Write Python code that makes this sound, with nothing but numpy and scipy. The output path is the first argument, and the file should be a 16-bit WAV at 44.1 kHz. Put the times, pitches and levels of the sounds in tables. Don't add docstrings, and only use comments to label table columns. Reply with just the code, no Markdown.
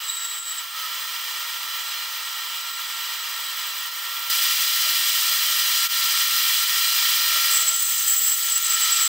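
import sys
import numpy as np
from scipy import signal
from scipy.fft import rfft, irfft
from scipy.io import wavfile
from scipy.ndimage import uniform_filter1d

SR = 44100
rng = np.random.default_rng(int(sys.argv[2]) if len(sys.argv) > 2 else 0)


def transcribe(signal):
    frames = np.atleast_2d(signal).T
    limited = np.clip(frames, -1, 1)
    pcm = np.round(limited * 32767).astype(np.int16)
    wavfile.write(sys.argv[1], SR, pcm)


N = 400428
TIME, FREQ = np.arange(N) / SR, np.fft.rfftfreq(N, 1 / SR)
CLOSE_FROM_S, BIND_EDGE_S, RATTLE_EDGE_S = 4.299, .012, .03
TOOTH_HZ, BUZZ_HZ = 1365.2, 240.05


def amp(db):
    return 10 ** (np.asarray(db) / 20)

def unit(x):
    return x / np.sqrt(np.mean(x ** 2) + 1e-20)

def curve(rows):
    return np.interp(TIME, *np.transpose(rows))

def colour(points):
    hz, db = np.transpose(points)
    return np.interp(np.log(FREQ + 1), np.log(hz + 1), db)

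def shaped(x, gain):
    return irfft(rfft(x) * gain, N)

def wander(hz):
    return unit(shaped(rng.standard_normal(N), 1 / (1 + (FREQ / hz) ** 4)))

def ring(x, hz, width):
    return unit(shaped(x, 1 / (1 + ((FREQ - hz) / (0.37 * width)) ** 2)))

def angle(hz):
    return 2 * np.pi * np.cumsum(hz) / SR

def spell(start, end, edge):
    return (np.tanh((TIME - start) / edge) - np.tanh((TIME - end) / edge)) / 2

def lagged(x, seconds):
    pole = np.exp(-1 / (seconds * SR))
    return x[0] + signal.lfilter([1 - pole], [1, -pole], x - x[0])

def diffused(x, t60):
    t = TIME[:SR // 6]
    tail = rng.standard_normal(len(t)) * amp(-60 * t / t60)
    return signal.fftconvolve(x, tail / np.linalg.norm(tail))[:N]


# time in seconds, load in dB.
PUSH = [(0, -2), (.69, -3.5), (.79, 0.2), (3.4, -0.28), (4.15, 0.64), (4.6, -0.6), (5.4, -0.22),
        (7.52, 0.82), (7.76, -5.5), (8.4, -7.5), (8.92, -0.5), (9.08, -1)]
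# time in seconds, depth in dB, recovery in seconds.
LOST_BITES = [(0.405, 6.5, 0.042), (2.63, 2.5, 0.016), (2.725, 2, 0.041), (3.9, 4.5, 0.078),
              (5.885, 10.5, 0.0295), (6.65, 3.5, 0.038), (7.618, 0.5, .02), (8.6, 6, 0.03)]

def feed(let_go_s=.013):
    lost_db = sum(db * np.exp(-np.where(TIME < s, ((TIME - s) / let_go_s) ** 2, (TIME - s) / recovery))
                  for s, db, recovery in LOST_BITES)
    return curve(PUSH) - lost_db

def tooth_rate(feed_db, governor_s=0.1515, inertia_s=0.05, sag_hz_per_db=3.0, drag_hz=5.5):
    load_change_db = lagged(feed_db - lagged(feed_db, governor_s), inertia_s)
    peak_s, period_s, swing_hz = 1.49, .48, 12.32
    hunting = spell(peak_s - .25 * period_s, peak_s + 1.5 * period_s, period_s / 10)
    hunt = swing_hz * np.cos(2 * np.pi * (TIME - peak_s) / period_s) * hunting
    friction = flank_friction()
    drag = drag_hz * friction / friction.max()
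    return TOOTH_HZ - sag_hz_per_db * load_change_db - drag + hunt + 1.28 * wander(4.23)


# frequency in Hz, relative density in dB.
RASP_SPECTRUM = [(30, -53), (170, -52), (300, -46.5), (500, -27), (760, -19.5), (950, -7.5), (1500, -9.5),
                 (2600, -5.5), (4400, 1.23), (6600, -1.67), (8500, -3), (10200, -9), (12500, -4),
                 (15700, -3.5)]
# frequency in Hz, width in Hz, boost in dB.
BODY_MODES = [(223, 48, 8.5), (343, 80, 7), (578, 45, 5.5), (972, 81, 2), (1296, 323, 9), (1627, 118, 8),
              (1871.5, 225, 15), (2072, 118, 6.5), (2318, 303, 9), (2730, 90, 8), (3044, 421, 12.5),
              (3385, 200, 8.5), (3715, 230, 4.5), (4070, 380, 4), (4933, 440, 7.5), (5760, 720, 4),
              (6110, 170, 3), (6860, 110, 5.5), (7620, 310, 4.5), (8140, 64, 6), (13050, 640, 1.5),
              (14420, 420, 10), (15500, 290, 10.5), (15800, 178, 9)]
# time in seconds, gain in dB.
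HISS_GAIN = [(0, .6), (2.9, -0.5), (4.4, 1.6), (7.65, 1), (8, 3.5), (8.38, 5), (8.65, -.5)]

def rasp(tooth_phase, feed_db, level_db=-20.5, body_hz=2600, hiss_hz=9000):
    chips = rng.standard_normal(N) * (1 + 0.26 * np.cos(tooth_phase))
    chips = chips + amp(-12) * diffused(chips, t60=0.14)
    peaks_db = sum(db * 2 ** (-(2 * (FREQ - hz) / width) ** 2) for hz, width, db in BODY_MODES)
    scrape = unit(shaped(chips, amp(colour(RASP_SPECTRUM) + peaks_db)))
    low = 1 / (1 + (FREQ / body_hz) ** 8)
    high = 1 - 1 / (1 + (FREQ / hiss_hz) ** 8)
    throb = (1 + .12 * np.cos(2 * np.pi * 2 * BUZZ_HZ * TIME)) * amp(0.7 * wander(45))
    hiss = shaped(scrape, high) * amp(curve(HISS_GAIN)) * throb
    body = shaped(scrape, low) * amp(-0.68) + shaped(scrape, 1 - low - high)
    flutter_db = 0.52 + 0.13 * np.maximum(-feed_db, 0)
    return (body + hiss) * amp(level_db + feed_db + flutter_db * wander(16.4))


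# harmonic number, relative level in dB.
TOOTH_HARMONICS = [(2, -46), (3, -36.5), (5, -58), (6, -39.5)]

def whine(tooth_phase, feed_db, hum_db=-39.5, shimmer_db=2):
    loose_db = sum(db * spell(start, end, RATTLE_EDGE_S) for start, end, _, _, db in RATTLES)
    hum = amp(hum_db + .55 * feed_db + loose_db + shimmer_db * wander(11)) * np.sin(tooth_phase)
    overtones = sum(amp(db + shimmer_db * wander(21)) * np.sin(k * tooth_phase)
                    for k, db in TOOTH_HARMONICS)
    return np.sqrt(2) * (hum + overtones * amp(2 + 1.04 * feed_db))


# harmonic number, relative level in dB.
BUZZ_HARMONICS = [(2, -70), (8, -66), (10, -43), (12, -46), (24, -47), (26, -52), (30, -50), (45, -55),
                  (49, -56), (51, -51), (57, -50), (59, -55), (61, -47.5), (63, -54)]

def buzz(feed_db, level_db=-1, shimmer_db=0.3, strain=2.3):
    phase = 2 * np.pi * BUZZ_HZ * TIME
    load_db = uniform_filter1d(feed_db, size=SR // 5)
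    lines = sum(amp(db - shimmer_db * wander(7.3)) * np.sin(k * phase + 2 * np.pi * rng.random())
                for k, db in BUZZ_HARMONICS)
    return np.sqrt(2) * amp(level_db + strain * load_db) * lines


# frequency in Hz, relative density in dB.
RUMBLE_SPECTRUM = [(20, 2), (60, 0), (150, -7), (400, -20), (2000, -45)]

def rumble(level_db=-93, side_db=-5):
    spectrum = amp(colour(RUMBLE_SPECTRUM))
    middle, side = (unit(shaped(rng.standard_normal(N), spectrum)) for _ in range(2))
    return amp(level_db) * np.array([middle + amp(side_db) * side, middle - amp(side_db) * side])


# frequency in Hz, gain in dB.
FAR_COLOUR = [(150, 6.5), (330, 6.5), (700, -0.1), (1050, -1), (1400, -4.5), (2000, -6.5), (3200, -8),
              (4500, -10), (6500, -10), (10000, -10.5), (12000, -10), (15500, -8.5)]
# frequency in Hz, side against middle in dB.
FAR_WIDTH = [(60, -21), (300, -39), (750, -26), (1300, -13), (3100, -9), (7000, -13.5), (15000, -13.5)]
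# frequency in Hz, left minus right in dB.
FAR_BALANCE = [(380, 0), (750, -0.5), (1290, -5.5), (2000, -2), (3200, -3), (5500, 0), (12000, -0.5)]

def from_afar(saw, room_t60=0.38):
    middle = shaped(saw, amp(colour(FAR_COLOUR)))
    side = shaped(diffused(middle, room_t60), amp(colour(FAR_WIDTH)))
    lean = amp(colour(FAR_BALANCE) / 2)
    return np.array([shaped(middle + side, lean), shaped(middle - side, 1 / lean)])

def wheel(level_db=-76, hz=218, period_s=0.18, first_s=0.018):
    knocks = np.exp(10 * (np.cos(2 * np.pi * (TIME - first_s) / period_s) - 1))
    return amp(level_db) * knocks * np.sin(2 * np.pi * hz * TIME) * (TIME < CLOSE_FROM_S)


# start and end in seconds, pitch in Hz, then relative
# levels in dB of the squeal, its lower mode and the rubbing.
BINDINGS = [(0.019, 0.616, 7717, -29, -4.5, -38.5), (1.785, 1.937, 7700, -37, -3, -62.5),
            (2.22, 3.842, 7770, -36.5, 0.5, -61), (7.509, 8.355, 7700, -29.5, -30, -37.5),
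            (8.355, 9.2, 7715, -31, -30, -39.5)]
# time in seconds, relative level in dB, length in seconds.
SLIP_BURSTS = [(0.098, -26, 0.038), (0.177, -28.5, 0.074), (0.25, -30, 0.054), (0.494, -26.5, .066),
               (7.543, -21, 0.02), (7.568, -19, 0.028), (7.686, -20, 0.036), (7.762, -24, 0.047),
               (8.101, -21.5, 0.041), (8.191, -25, 0.021), (8.289, -20, 0.049), (8.433, -24, 0.015),
               (8.525, -21, 0.025), (8.567, -20, 0.03), (8.705, -17, 0.012), (8.743, -16, 0.017),
               (8.833, -24, .03), (8.928, -19, 0.029), (8.965, -21, 0.023), (9.036, -21.5, 0.074)]

def squeal(far_burst_db=6, close_burst_db=-1, jitter_hz=26):
    starts, _, pitch_hz, _, lower_share_db, _ = np.transpose(BINDINGS)
    bind = np.maximum(np.searchsorted(starts - 2 * BIND_EDGE_S, TIME) - 1, 0)
    held = sum(amp(db) * spell(start, end, BIND_EDGE_S) for start, end, _, db, _, _ in BINDINGS)
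    power = (held * amp(4.5 * np.minimum(wander(20), 1))) ** 2
    for s, db, length in SLIP_BURSTS:
        near = abs(TIME - s) < 2 * length
        strength = amp(db + (far_burst_db if s < CLOSE_FROM_S else close_burst_db))
        power[near] += strength ** 2 * 2 ** (-8 * ((TIME[near] - s) / length) ** 2)
    phase = angle(pitch_hz[bind] + jitter_hz * wander(102.4))
    lower = amp(-4.5 + 3 * wander(64)) * np.sin(phase / 2) + amp(-20) * np.sin(1.5 * phase)
    tone = np.sin(phase) + amp(-19) * np.sin(2 * phase) + amp(lower_share_db)[bind] * lower
    return np.sqrt(2 * power) * tone * amp(2 * wander(120))

def flank_friction():
    return sum(amp(db) * spell(start, end, BIND_EDGE_S) for start, end, _, _, _, db in BINDINGS)


# frequency in Hz, width in Hz, then relative levels in dB
BLADE_MODES = [(6250, 350, -16, 1), (6990, 210, -12, -3), (7670, 280, 7, 3), (8370, 180, 0, 2),
               (8700, 290, -3, -11), (9070, 160, -13, -2), (9670, 150, -6, -15), (10600, 120, -20, -11),
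               (11560, 150, -11, -9), (12900, 130, -13, -8), (13800, 200, -14, -6), (14100, 180, -9, 0),
               (15500, 190, -6, 3)]

def rub(feed_db, level_db=-1, flutter_db=2.5, grit_db=1.6, surge_db=1.2):
    friction = rng.standard_normal(N)
    modes = np.zeros(N)
    for hz, width, forward_db, back_db in BLADE_MODES:
        mode_db = np.where(TIME < CLOSE_FROM_S, forward_db, back_db)
        modes += amp(mode_db + flutter_db * wander(44)) * ring(friction, hz, width)
    slack_db = -0.17 * uniform_filter1d(feed_db, size=SR // 5)
    uneven_db = grit_db * wander(140) + surge_db * wander(15)
    return modes * flank_friction() * amp(level_db + slack_db + uneven_db)


# start and end in seconds, levels of the lower and
# upper mode in dB, lift of the whine's fundamental in dB.
RATTLES = [(0.755, 0.932, -71, -35.5, 0.5), (4.065, 4.28, -79, -62, 3.5), (4.31, 4.45, -56, -62, 1.5),
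           (4.596, 5.77, -59, -62, 0), (6, 6.387, -76.5, -53, 4.5), (7.28, 7.76, -53, -48, 5),
           (8.587, 9.2, -63, -45, 4.5)]

def rattle(low_hz=637, high_hz=1289, rest_db=-53):
    low_gain = sum(amp(db) * spell(start, end, RATTLE_EDGE_S) for start, end, db, _, _ in RATTLES)
    high_gain = sum(amp(db) * spell(start, end, RATTLE_EDGE_S) for start, end, _, db, _ in RATTLES)
    knocks = rng.standard_normal(N)
    low = unit(ring(knocks, low_hz, width=45) + amp(-2) * ring(knocks, low_hz, width=230))
    high = ring(knocks, high_hz, width=26)
    return (low_gain * low + (amp(rest_db) + high_gain) * high) * amp(2 * wander(50))


# frequency in Hz, side against middle in dB.
FAINT_SIDE = [(200, -42), (640, -51), (1400, -73), (3100, -32), (7000, -64), (15000, -49.5)]

def from_close(saw, side_t60=0.4):
    side = shaped(diffused(saw, side_t60), amp(colour(FAINT_SIDE)))
    return np.array([saw + side, saw - side])


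# time in seconds, peak level in dB.
TICKS = [(4.299, -42), (7.103, -44)]

def ticks(width_s=0.0004):
    return sum(amp(db) * np.exp(-((TIME - s) / width_s) ** 2) for s, db in TICKS)


# start and end in seconds, frequency and width in Hz, level in dB.
WHISTLES = [(5.05, 5.8, 11540, 75, -41), (7.85, 8.44, 15000, 260, -28)]

def whistle(edge_s=0.11, flutter_db=3):
    return sum(amp(db + flutter_db * wander(35)) * spell(start, end, edge_s)
               * ring(rng.standard_normal(N), hz, width) for start, end, hz, width, db in WHISTLES)

def scene(jitter_hz=3, spacing_rad=0.099):
    feed_db = feed()
    tooth_phase = angle(tooth_rate(feed_db) + jitter_hz * wander(47.5))
    tooth_phase += spacing_rad * wander(270)
    cutting = rasp(tooth_phase, feed_db) + whine(tooth_phase, feed_db)
    saw = cutting + buzz(feed_db) + squeal() + rub(feed_db) + rattle() + whistle() + wheel()
    saw *= signal.windows.tukey(N, .001)
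    close = (1 + np.tanh((TIME - CLOSE_FROM_S) / .0005)) / 2
    return (1 - close) * from_afar(saw) + close * from_close(saw) + ticks() + rumble()

def record(dry, cutoff_hz=15745):
    lowpass = signal.firwin(2001, cutoff_hz, window=("kaiser", 9), fs=SR)
    return signal.oaconvolve(dry, lowpass[None], "same")


dry = scene()
out = record(dry)
transcribe(out)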